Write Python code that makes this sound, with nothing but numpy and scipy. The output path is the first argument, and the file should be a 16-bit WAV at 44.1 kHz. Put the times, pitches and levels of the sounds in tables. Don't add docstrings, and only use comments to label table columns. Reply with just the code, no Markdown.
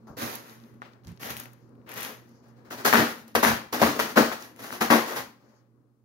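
import sys
import numpy as np
from scipy import signal
from scipy.fft import rfft, irfft, next_fast_len
from scipy.io import wavfile
from scipy.ndimage import uniform_filter1d

SR = 44100
rng = np.random.default_rng(int(sys.argv[2]) if len(sys.argv) > 2 else 0)


def file_out(sig):
    cols = np.atleast_2d(sig).T
    lim = np.clip(cols, -1, 1)
    pcm = np.round(lim * 32767).astype(np.int16)
    wavfile.write(sys.argv[1], SR, pcm)


def field_ratio(decibels):
    return 10 ** (np.asarray(decibels, dtype=float) / 20)


N = 266672
SIZE = next_fast_len(N + SR)
HZ = np.maximum(np.arange(SIZE // 2 + 1) * SR / SIZE, 1)


def rms_one(x):
    return x / np.sqrt(np.mean(x ** 2) + 1e-20)


def at_hz(points, hz=HZ):
    freqs, values = np.transpose(points)
    return np.interp(np.log(hz), np.log(freqs), values)


def at_time(points, t):
    return np.interp(t, *np.transpose(points))


def band_pass(x, order, low_hz, high_hz):
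    sos = signal.butter(order, [low_hz, high_hz], "band", fs=SR, output="sos")
    return signal.sosfilt(sos, x)


def colour(x, spectrum):
    return irfft(rfft(x, SIZE) * rms_one(field_ratio(at_hz(spectrum))), SIZE)[..., :N]


def resonance(x, hz, width_hz):
    r = np.exp(-np.pi * width_hz / SR)
    gain = (1 - r * r) / 2
    return signal.lfilter([gain, 0, -gain], [1, -2 * r * np.cos(2 * np.pi * hz / SR), r * r], x + 1e-18)


def drift(rate):
    steps = rng.standard_normal(400)
    return np.interp(np.arange(N) / SR * rate, np.arange(400), steps)


def diffuse(count, size=SIZE):
    # (frequency [Hz], left-right coherence [0 to 1])
    likeness = [(60, 0.9), (200, 0.98), (500, 0.78), (1000, 0.28), (2000, 0.0088), (12000, 0.0086)]
    mid, side = rfft(rng.standard_normal((2, count)), size)
    alike = np.clip(at_hz(likeness, np.arange(1, size // 2 + 2) * SR / size), 0, 1)
    spectra = np.sqrt(1 + alike) * mid + np.sqrt(1 - alike) * side * [[1], [-1]]
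    return irfft(spectra, size)[:, :count] / np.sqrt(2)


def sides(pan_db):
    return field_ratio(np.array([[pan_db / 2], [-pan_db / 2]]))


def grains(per_s, spread_db, apart):
    sizes = field_ratio(spread_db * np.minimum(rng.exponential(1, (3, N)), 4)) * rng.choice([-1, 1], (3, N))
    clicks = sizes * (rng.random((3, N)) < per_s / SR)
    return rms_one(clicks[0] + apart * clicks[1:])


def contacts():
    # (time [s], skin level [dB], crinkle above skin [dB], length [s])
    rustles = [(0.068, -54, -6, 0.023), (0.167, -30.5, -10.5, 0.052), (0.211, -26.5, -12, 0.023),
               (0.235, -33.5, -8.5, 0.1), (0.432, -48.5, -3.5, 0.09), (0.587, -62, 2, 0.11),
               (0.819, -41.5, -34, 0.0054), (0.849, -42, -41, 0.0097), (0.91, -51.5, -43, 0.038),
               (1.037, -53, -8, 0.019), (1.063, -53.5, -4, 0.028), (1.195, -44.5, 1.5, 0.027),
               (1.211, -35, -5.5, 0.062), (1.293, -37.5, -0.5, 0.019), (1.372, -43.5, -1.5, 0.038),
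               (1.452, -42.5, -32, 0.0081), (1.498, -66, 0, 0.088), (1.86, -42.5, -28, 0.024),
               (1.884, -42.5, -5.5, 0.045), (1.943, -38.5, -3, 0.11), (2.087, -37.5, -13, 0.013),
               (2.23, -58, -6, 0.091), (2.423, -54.5, -13, 0.07), (2.56, -54.5, -28.5, 0.077),
               (2.646, -45.5, -26, 0.028), (3.075, -40.5, -5, 0.042), (3.154, -54, 3.5, 0.044),
               (3.274, -53, -1, 0.03), (4.393, -40, -6.5, 0.05), (4.566, -55, 2.5, 0.014),
               (5.398, -57.5, -15, 0.073), (5.485, -59, -14.5, 0.076), (5.583, -69, -23, 0.056)]
    # (time [s], skin level [dB], thump above skin [dB], length [s])
    blows = [(2.703, -32, -14, 0.031), (2.774, -32.5, -24, 0.038), (2.847, -12, -22, 0.025),
             (2.923, -13, -15, 0.025), (2.961, -14, -10.5, 0.034), (3.353, -9, -9, 0.002),
             (3.427, -12, -23, 0.016), (3.461, -11.5, -20.5, 0.016), (3.724, -20.5, -12, 0.025),
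             (3.795, -21.5, -7, 0.018), (3.814, -11, -11, 0.021), (3.847, -21.5, -9, 0.034),
             (3.95, -30.5, -3.5, 0.012), (3.991, -15, -33.5, 0.0078), (4.086, -34.5, -12.5, 0.021),
             (4.158, -18, -2, 0.0098), (4.168, -8, -7, 0.017), (4.223, -27, -9.5, 0.006),
             (4.319, -25, -19, 0.011), (4.588, -37, -9, 0.019), (4.615, -35.5, -26.5, 0.058),
             (4.71, -31, -22.5, 0.042), (4.807, -14, -16.5, 0.016), (4.9, -10.5, -6, 0.026),
             (4.923, -19.5, -8, 0.04), (5.058, -29.5, -10.5, 0.062), (5.151, -33, -23, 0.015),
             (5.159, -24, -25, 0.022)]
    # (time [s], level [dB])
    slack = [(2.7, 3), (2.77, -7), (2.85, 4), (2.93, -0.5), (2.97, -3.5), (3.35, 2), (3.43, 4.5),
             (3.47, -1), (3.72, 2), (3.81, -1.5), (3.99, 2.5), (4.08, 5), (4.16, -3.5), (4.32, 0.5),
             (4.6, 3.5), (4.8, 0.5), (4.9, -0.5), (5.15, 1.5)]
    # (time [s], left over right [dB])
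    place = [(0, -8), (0.5, -2), (0.9, -1.5), (2.0, -0.5), (3.0, -4), (3.5, -3.6), (4.2, -3), (5.2, -3.5),
             (6.05, -1.5)]
    faint_from_db, faint_pan, faint_thump = -39.5, 0.18, 0.13
    rustle_thump_db = -14.5
    blow_crinkle_db, crinkle_lags = -19.5, 0.21
    rows = []
    for s, db, crinkle_db, length in rustles:
        thump_db = rustle_thump_db + faint_thump * max(faint_from_db - db, 0)
        rows.append((s, db, thump_db, crinkle_db, length))
    for s, db, thump_db, length in blows:
        crinkle_db = blow_crinkle_db - crinkle_lags * db + at_time(slack, s)
        rows.append((s, db, thump_db, crinkle_db, length))
    return [(s, db, thump_db, crinkle_db,
             at_time(place, s) + faint_pan * max(faint_from_db - db, 0), length)
            for s, db, thump_db, crinkle_db, length in rows]


def wash(fall_s):
    rise_s, follows = 0.005, 0.85
    t, power = np.arange(0, N, 64) / SR, 1e-14
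    for s, skin_db, *_, length in contacts():
        since = np.maximum(t - s, 0)
        shape = (1 - np.exp(-since / rise_s)) ** 2 * np.exp(-since / fall_s)
        power = power + field_ratio(2 * skin_db) * length / 0.029 * shape
    return np.interp(np.arange(N) / SR, t, power ** (follows / 2))


def fan():
    # (time [s], level [dB])
    passed_points = [(0, 5), (0.4, 3), (0.64, 5.5), (0.96, 1), (1.33, 4.5), (1.6, 3.5), (1.83, 5.5),
                     (2.05, 11), (2.3, 1.5), (2.75, 4), (3.2, 8.5), (3.6, -6.5), (4.2, -9), (4.5, 5.5),
                     (5.25, -4.5), (5.66, -4.5), (6.05, -8)]
    # (time [s], peak level [dB], half length [s])
    drone_swells = [
        (0.01, -58, 0.073),
        (0.62, -59, 0.22),
        (1.335, -51.5, 0.1),
        (2.046, -57.5, 0.079),
        (2.5, -64, 0.095),
        (2.726, -62, 0.042),
        (3.31, -55.5, 0.067),
        (3.596, -48.5, 0.025),
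        (5.513, -60, 0.036),
    ]
    # (frequency [Hz], density [dB per Hz])
    air_spectrum = [(15, -53.5), (25, -39), (65, -13), (108, -10), (137, -5.5), (168, -6.5), (231, 1.5),
                    (547, -10.5), (642, -19.5), (1190, -16), (3000, -39), (3900, -64.5), (6600, -120)]
    # (frequency [Hz], density [dB per Hz])
    hiss_spectrum = [(1500, -26), (2300, -10.5), (3400, -13.5), (4300, -6), (6300, -11), (7200, -14),
                     (11800, -20), (15800, -11)]
    t = np.arange(N) / SR
    passed_db, swell = at_time(passed_points, t), wash(fall_s=0.034)

    hum_db = -62.5 + 0.24 * passed_db - 6 * np.clip((t - 2.95) / 0.17, 0, 1)
    hum = np.sqrt(2) * np.sin(2 * np.pi * 121 * t + 0.36 * drift(12.0))
    hum = field_ratio(hum_db + 3.5 * drift(29)) * hum

    noise = diffuse(N)
    drone = rms_one(resonance(resonance(noise, 229, 28), 229, 28))
    swells = sum(field_ratio(db) * np.exp(-((t - s) / half) ** 2) for s, db, half in drone_swells)
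    drone = np.hypot(field_ratio(-80 + passed_db) + swells, field_ratio(-45) * swell) * drone

    air_gain = np.hypot(field_ratio(-61.5 + passed_db), field_ratio(-20.5) * swell)
    air = air_gain * field_ratio(2 * drift(8.8)) * colour(noise, air_spectrum)

    settling = field_ratio(-53) * wash(fall_s=0.01) ** .5
    hiss_gain = np.hypot(field_ratio(-75.5 + 1.5 * passed_db), field_ratio(-17.5) * swell + settling)
    hiss = hiss_gain * field_ratio(2 * drift(2.47)) * colour(diffuse(N), hiss_spectrum)
    return hum + drone + air + hiss


def scuffs():
    # (time [s], peak level [dB])
    jerks = [
        (0.07, -31.5),
        (0.077, -33.5),
        (0.093, -38),
        (0.107, -41.5),
        (0.124, -51),
    ]
    envelope = np.zeros(N)
    for s, peak_db in jerks:
        t, at = np.arange(SR // 10) / SR, round(s * SR)
        envelope[at:at + len(t)] += field_ratio(peak_db - 17.5) * np.exp(-t / 0.037)
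    return 4 * band_pass(envelope * grains(2900, 2.7, apart=0.57), 4, 350, 1300)


def ribbon():
    # (time [s], level [dB], length [s])
    slides = [
        (0.06, -61, 0.063),
        (1.597, -68, 0.079),
        (2.263, -62.5, 0.14),
        (2.426, -65, 0.074),
        (2.65, -78, 0.046),
        (5.428, -64.5, 0.16),
    ]
    t = np.arange(N) / SR
    envelope = 0
    for s, db, length in slides:
        shape = np.clip(np.minimum((t - s) / 0.014, (s + length - t) / 0.07 + 1), 0, 1)
        envelope = envelope + field_ratio(db) * shape ** 2
    hiss = rms_one(band_pass(rng.standard_normal((2, N)), 4, 4400, 6900))
    return envelope * field_ratio(2 * drift(30)) * hiss


def brushes():
    # (time [s], level [dB], top frequency [Hz], length [s])
    passes = [(0.815, -49.5, 3800, 0.033), (1.063, -54, 6500, 0.043), (1.86, -46.5, 3150, 0.074),
              (1.947, -45.5, 3370, 0.066), (2.025, -49, 3470, 0.08), (1.223, -45, 3500, 0.096),
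              (2.304, -70, 2000, 0.28), (2.929, -25, 2200, 0.026), (3.196, -64, 2000, 0.055),
              (3.43, -29.5, 2200, 0.045), (4.031, -41, 2200, 0.037), (4.446, -62, 2200, 0.12),
              (4.896, -24, 2150, 0.023), (5.102, -42, 1800, 0.034), (4.59, -62, 2200, 0.08),
              (5.396, -70, 1900, 0.14)]
    out, crackle = np.zeros((2, N)), grains(6000, 2.8, apart=2.3)
    for s, db, top_hz, length in passes:
        t, at = np.arange(SR // 3) / SR, round(s * SR)
        shape = np.minimum(t / (0.48 * length), 1) * np.exp(-np.maximum(t - length, 0) / 0.056)
        muffled = rms_one(band_pass(crackle[:, at:at + len(t)], 3, 500, top_hz))
        out[:, at:at + len(t)] += field_ratio(db) * shape * muffled
    return out * sides(2.56)


def knocks():
    # (time [s], peak level [dB], frequency [Hz])
    pushes = [(0.093, -39.5, 128), (0.218, -41, 83.5), (1.058, -37.5, 108), (1.08, -41.5, 131),
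              (1.1, -44, 83.5), (1.23, -47, 78), (1.3, -45, 116), (1.35, -51.5, 78), (2.861, -51.5, 125),
              (2.987, -29.5, 122.6), (3.354, -37.5, 68.6), (3.46, -33.5, 79.8), (3.485, -33, 76),
              (3.52, -40.5, 76), (3.826, -35, 85), (4.174, -38, 69), (4.904, -36, 88.5),
              (5.18, -52.5, 100.9)]
    out = np.zeros(N)
    rumble = rms_one(band_pass(rng.standard_normal(N), 3, 60, 210))
    for s, peak_db, hz in pushes:
        t, at = np.arange(SR // 4) / SR, round(s * SR)
        turns = hz * (t + 0.0033 * (1 - np.exp(-t / 0.023)))
        body = np.sin(2 * np.pi * turns) + 2.3 * rumble[at:at + len(t)]
        out[at:at + len(t)] += field_ratio(peak_db + 10.0) * t / 0.078 * np.exp(-t / 0.015) * body
    return out


def booms():
    # (time [s], peak level [dB])
    hits = [(2.858, -34.5), (2.945, -17), (2.979, -22), (3.011, -23.5), (3.351, -24.5), (3.431, -23.5),
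            (3.46, -18.5), (3.505, -26), (3.73, -33), (3.8, -33), (3.82, -16), (4.169, -12), (4.206, -14.5),
            (4.814, -23.5), (4.903, -17), (4.92, -22), (4.941, -15)]
    out = np.zeros(N)
    for s, peak_db in hits:
        t, at = np.arange(SR // 3) / SR, round(s * SR)
        envelope = (1 - np.exp(-t / 0.0027)) * np.exp(-t / 0.032)
        out[at:at + len(t)] += field_ratio(peak_db) * envelope * np.sin(2 * np.pi * 228 * t)
    return out * sides(3.1)


def crumpling():
    # (frequency [Hz], width [Hz], level [dB])
    gas_modes = [(235, 15, 1), (289, 70, -1.5), (386, 240, -4), (522, 189, -3)]
    # (frequency [Hz], density [dB per Hz])
    skin_spectrum = [(150, -25.5), (300, -2.5), (600, -3), (900, -3.5), (1500, -4.5), (2050, -8),
                     (2400, -12), (3500, -16.5), (7000, -32.5), (12000, -48.5)]
    # (frequency [Hz], density [dB per Hz])
    crinkle_spectrum = [(880, -5.5), (1500, -1), (1880, 3), (2120, -2.5), (2410, 0), (4180, -3.5),
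                        (6640, -1), (7700, -10.5), (12600, 1), (15800, -8.5)]
    power = np.zeros((3, 2, N))
    for s, skin_db, thump_db, crinkle_db, pan_db, length in contacts():
        length, at = max(length, .003), round(s * SR)
        t = np.arange(min(SR // 2, N - at)) / SR
        swell = np.minimum(t / (0.36 * length), 1) ** 0.49
        shape = swell * np.exp(-np.maximum(t - length, 0) / (0.013 + 0.5 * length))
        gains = field_ratio(skin_db + np.array([thump_db - 4.5, -9, crinkle_db + 1.5]))
        power[:, :, at:at + len(t)] += (gains[:, None, None] * sides(pan_db) * shape) ** 2
    thump, skin, crinkle = np.sqrt(power)
    push = thump * grains(1500, 3, apart=.05)
    gas = 0
    for k, (hz, width_hz, db) in enumerate(gas_modes):
        gas = gas + (-1) ** k * field_ratio(db + 25.5) * resonance(push, hz, width_hz)
    skin = colour(skin * grains(2500, 3.5, apart=.9), skin_spectrum)
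    crinkle = colour(crinkle * grains(9000, 5.9, apart=1.0), crinkle_spectrum)
    return gas + skin + crinkle


def creases(table, offset_db, cycles, rough):
    out, chance = np.zeros((2, N)), rng.standard_normal((len(table), 400))
    t = np.arange(400) / SR
    for (s, peak_db, hz, pan_db), luck in zip(table, chance):
        turns, at = t * hz, round(s * SR)
        pulse = np.sin(2 * np.pi * turns) * turns / cycles * np.exp(1 - turns / cycles)
        followers = rough * luck ** 3 * np.sqrt(hz / SR) * np.exp(-t / .0025)
        pulse = pulse + np.convolve(pulse, followers)[:400]
        out[:, at:at + 400] -= field_ratio(peak_db + offset_db) * sides(pan_db) * pulse
    return out


def reflections():
    # (frequency [Hz], decay time to -60 dB [s])
    room_t60 = [(100, 0.13), (250, 0.24), (1000, 0.43), (4000, 0.47), (14000, 0.31)]
    count = SR // 2
    t, tail, noise = np.arange(count) / SR, 0, rfft(diffuse(count, count))
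    octaves = np.log2(np.clip(np.arange(count // 2 + 1) * SR / count, 60, 15360) / 60)
    for k in range(9):
        band = irfft(noise * np.maximum(1 - abs(octaves - k), 0), count)
        tail = tail + band * field_ratio(-60 * t / at_hz(room_t60, 60 * 2 ** k))
    tail = tail * np.clip((t - .003) / 0.0035, 0, 1)
    return field_ratio(-1.5) * rfft(tail / np.sqrt(np.sum(tail ** 2) / 2), SIZE)


def in_room(dry, echo=1):
    # (time [s], lag of the left port [s])
    left_lag = [(0, 0.00051), (2.5, 0.00019), (3.2, 0.00025), (4, 0.00014), (4.9, 0.00022), (6, 0.000095)]
    out, places = 0, np.linspace(0, N / SR, 13 if echo else 5)
    for s in places:
        here = np.maximum(1 - abs(np.arange(N) / SR - s) / places[1], 0)
        lag = at_time(left_lag, s) * HZ / np.hypot(HZ, 350)
        late = np.exp(-2j * np.pi * HZ * lag * [[1], [0]])
        out = out + rfft(dry * here, SIZE) * late * (1 + (reflections() if echo else 0))
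    return irfft(out, SIZE)[:, :N]


def balloon():
    # (time [s], peak level [dB], ring frequency [Hz], left over right [dB])
    snap_events = [(0.819, -25, 1450, -2), (0.826, -37, 1270, 9), (0.842, -47, 2800, 6),
                   (1.232, -27, 2340, 7), (1.289, -33, 690, -2), (2.709, -35.5, 1363, 17),
                   (2.854, -16.5, 1500, 9.5), (2.865, -28, 710, -5.5), (2.8672, -28, 1118, 6),
                   (2.881, -16.5, 1200, 10.5), (2.9095, -31, 1120, 6), (2.9283, -14.5, 1608, 11.5),
                   (2.936, -8, 1200, 10.5), (2.944, -15, 1312, 7.5), (2.956, -12, 1408, 8),
                   (2.9596, -16.5, 1485, 3.5), (2.971, -23.5, 1077, 7.5), (2.983, -15.5, 1088, 5),
                   (2.998, -23.5, 800, 2.5), (3.04, -24, 1000, 4.5), (3.3516, -11.5, 910, 2),
                   (3.378, -21.5, 894, 2), (3.4308, -15.5, 960, 9), (3.4402, -19.5, 800, 6),
                   (3.448, -18.5, 1000, 5), (3.4492, -17.5, 1770, 22), (3.5177, -16.5, 900, -4),
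                   (3.7305, -22.5, 940, 1.5), (3.7474, -26, 890, -2.5), (3.8172, -8.5, 629, 0.5),
                   (3.8286, -15, 1000, 12.5), (3.8335, -24, 602, 9.5), (3.8365, -22, 698, -2),
                   (3.862, -20, 900, 4.5), (3.999, -16.5, 1200, 6.5), (4.0103, -27.5, 1205, 1),
                   (4.1633, -20, 899, 8), (4.1757, -11, 1500, 14), (4.2264, -23, 900, 11),
                   (4.3165, -27.5, 1100, 8.5), (4.706, -26.5, 1500, 5), (4.726, -32.5, 1230, 13),
                   (4.812, -18.5, 1088, 5.5), (4.822, -30.5, 698, 1.5), (4.902, -17.5, 1212, 10.5),
                   (4.9186, -19.5, 900, 3), (4.9248, -12.5, 1110, 8.5), (4.932, -20, 1000, -5),
                   (4.937, -18, 1000, 9), (5.164, -39, 1265, 1)]
    # (time [s], peak level [dB], ring frequency [Hz], left over right [dB])
    tick_events = [(0.0712, -49, 2020, 2), (0.355, -13, 12350, 0), (0.4968, -27.5, 4120, 6),
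                   (0.601, -34, 4080, 7), (0.6384, -42, 4400, -18), (0.935, -35.5, 4400, -5),
                   (1.0364, -40, 4500, 1), (1.049, -32, 4800, 0), (1.0714, -29, 5890, -11),
                   (1.0814, -30, 7500, -7), (1.1747, -31, 4250, 9), (1.3676, -22.5, 2930, 5),
                   (1.3682, -15, 13300, -7), (1.3748, -19, 12400, 9), (1.3812, -23, 13500, 0),
                   (1.3997, -16.5, 13000, 13.5), (1.4361, -23, 13300, -4), (1.4567, -31, 2300, 10),
                   (1.4575, -25, 12000, -2), (1.522, -38, 12000, 0), (1.534, -26.5, 14100, 2),
                   (1.693, -40, 9000, -3), (1.7535, -48, 4000, 6), (1.815, -60, 3500, 5),
                   (1.8925, -19, 12500, 3), (1.8916, -37, 2740, 17), (1.9165, -27, 6750, -4),
                   (1.917, -33, 2500, 8), (1.9764, -18, 12900, 1), (2.0064, -14, 13040, 0.5),
                   (2.031, -13, 12360, -4), (2.0494, -17, 4520, 6), (2.214, -36, 14500, 0),
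                   (2.293, -35, 11000, -2), (2.4844, -36, 11640, -2), (2.592, -56, 5000, 0),
                   (2.708, -30, 12500, 3), (3.2803, -23, 12100, 3), (4.5625, -39, 5300, 7.5),
                   (4.6417, -34.5, 5270, 7.5)]
    # (time [s], peak level [dB], ring frequency [Hz],
    # left over right [dB])
    crack_events = [(0.742, -39, 9400, -8), (0.738, -48, 2200, 3), (0.8186, -37, 7000, -8),
                    (1.0705, -36, 12500, -2), (1.077, -38, 13000, -2), (1.222, -33, 14500, 0),
                    (1.252, -24, 13500, 0), (1.7535, -44, 9000, 2), (1.816, -48, 2200, 6),
                    (1.049, -42, 13500, -5), (1.091, -33, 11000, -2), (1.1189, -32, 9770, -6),
                    (1.1638, -35, 11300, -2), (1.1747, -44, 9500, 0), (1.917, -20, 11300, 0),
                    (1.94, -17, 14000, 0), (2.021, -23, 2600, 6), (2.0485, -19.5, 12500, 3),
                    (2.592, -48, 6000, -4), (2.8588, -5, 13600, 0), (2.8633, -16.5, 4200, 3.5),
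                    (2.886, -8.5, 5400, 2.5), (2.9351, -26.5, 3580, 4), (2.9406, -3, 12700, 2),
                    (2.96, -22.5, 3040, 5.5), (3.2798, -40, 6900, 0), (3.318, -46, 5500, 1),
                    (3.3512, -5, 11900, 1.5), (3.43, -7, 13400, 3), (3.449, -15.5, 5500, -1.5),
                    (3.73, -17.5, 4520, -2), (3.7383, -20.5, 2540, 2), (3.8172, -9, 4800, -0.5),
                    (3.962, -30.5, 1200, 4.5), (4.0082, -20, 2770, -1), (4.187, -9, 13000, 0.5),
                    (4.319, -26.5, 4500, 1), (4.4242, -22.5, 5400, 5), (4.5624, -27, 11800, -2),
                    (4.5624, -44, 2500, 0), (4.5918, -35.5, 2060, 3), (4.6422, -27, 12600, -2),
                    (4.644, -27, 1500, 3), (4.7275, -19, 13200, 0), (4.7315, -34, 3040, 3)]
    snaps = creases(snap_events, offset_db=1.5, cycles=.45, rough=.06)
    ticks = creases(tick_events, offset_db=-3, cycles=0.35, rough=0.05)
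    cracks = creases(crack_events, offset_db=-3, cycles=0.35, rough=0.05)
    foil = in_room(crumpling() + .35 * snaps + .12 * ticks)
    foil = foil + in_room(.85 * snaps + 1.2 * (ticks + cracks), echo=0)
    return signal.sosfilt(signal.butter(3, 130, "high", fs=SR, output="sos"), foil)


def scene():
    return fan() + scuffs() + ribbon() + brushes() + knocks() + booms() + balloon()


def gate(x):
    treble = irfft(rfft(x, SIZE) * HZ ** 2 / (HZ ** 2 + 1200 ** 2), SIZE)[:, :N]
    level_db = 10 * np.log10(uniform_filter1d(np.mean(treble ** 2, axis=0), size=700) + 1e-14)
    return x - treble * (1 - field_ratio(0.49 * np.clip(level_db + 35.5, -25, 0)))


def top_cut(x):
    return signal.sosfilt(signal.butter(12, 16970, fs=SR, output="sos"), x)


def record(dry):
    # (frequency [Hz], left over right [dB])
    left_over_right = [(40, -1.5), (70, 5), (125, -11.5), (250, 2.5), (500, 6), (1000, 8.5), (2000, 9),
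                       (4000, -2.5), (8000, 3.5), (14000, 1)]
    # (frequency [Hz], width below [Hz], width above [Hz], depth [dB])
    port_dip = (7602, 299, 1301.5, -3)
    tilt = field_ratio(at_hz(left_over_right) / 2)
    dip_hz, below_hz, above_hz, dip_db = port_dip
    width_hz = np.where(HZ < dip_hz, below_hz, above_hz)
    dip = field_ratio(dip_db * np.exp(-((HZ - dip_hz) / width_hz) ** 2))
    x = gate(dry) + field_ratio(-86) * rng.standard_normal(dry.shape)
    x = irfft(rfft(x, SIZE) * np.array([tilt, 1 / tilt]) * dip, SIZE)
    x = x / (1 + abs(x / .95) ** 8) ** (1 / 8)
    passed = field_ratio(-50 * np.clip((HZ - 15650) / 480, 0, 1) ** 2) / np.sqrt(1 + (45 / HZ) ** 4)
    return top_cut(irfft(rfft(x) * passed, SIZE)[:, :N])


dry = scene()
out = record(dry)
file_out(out)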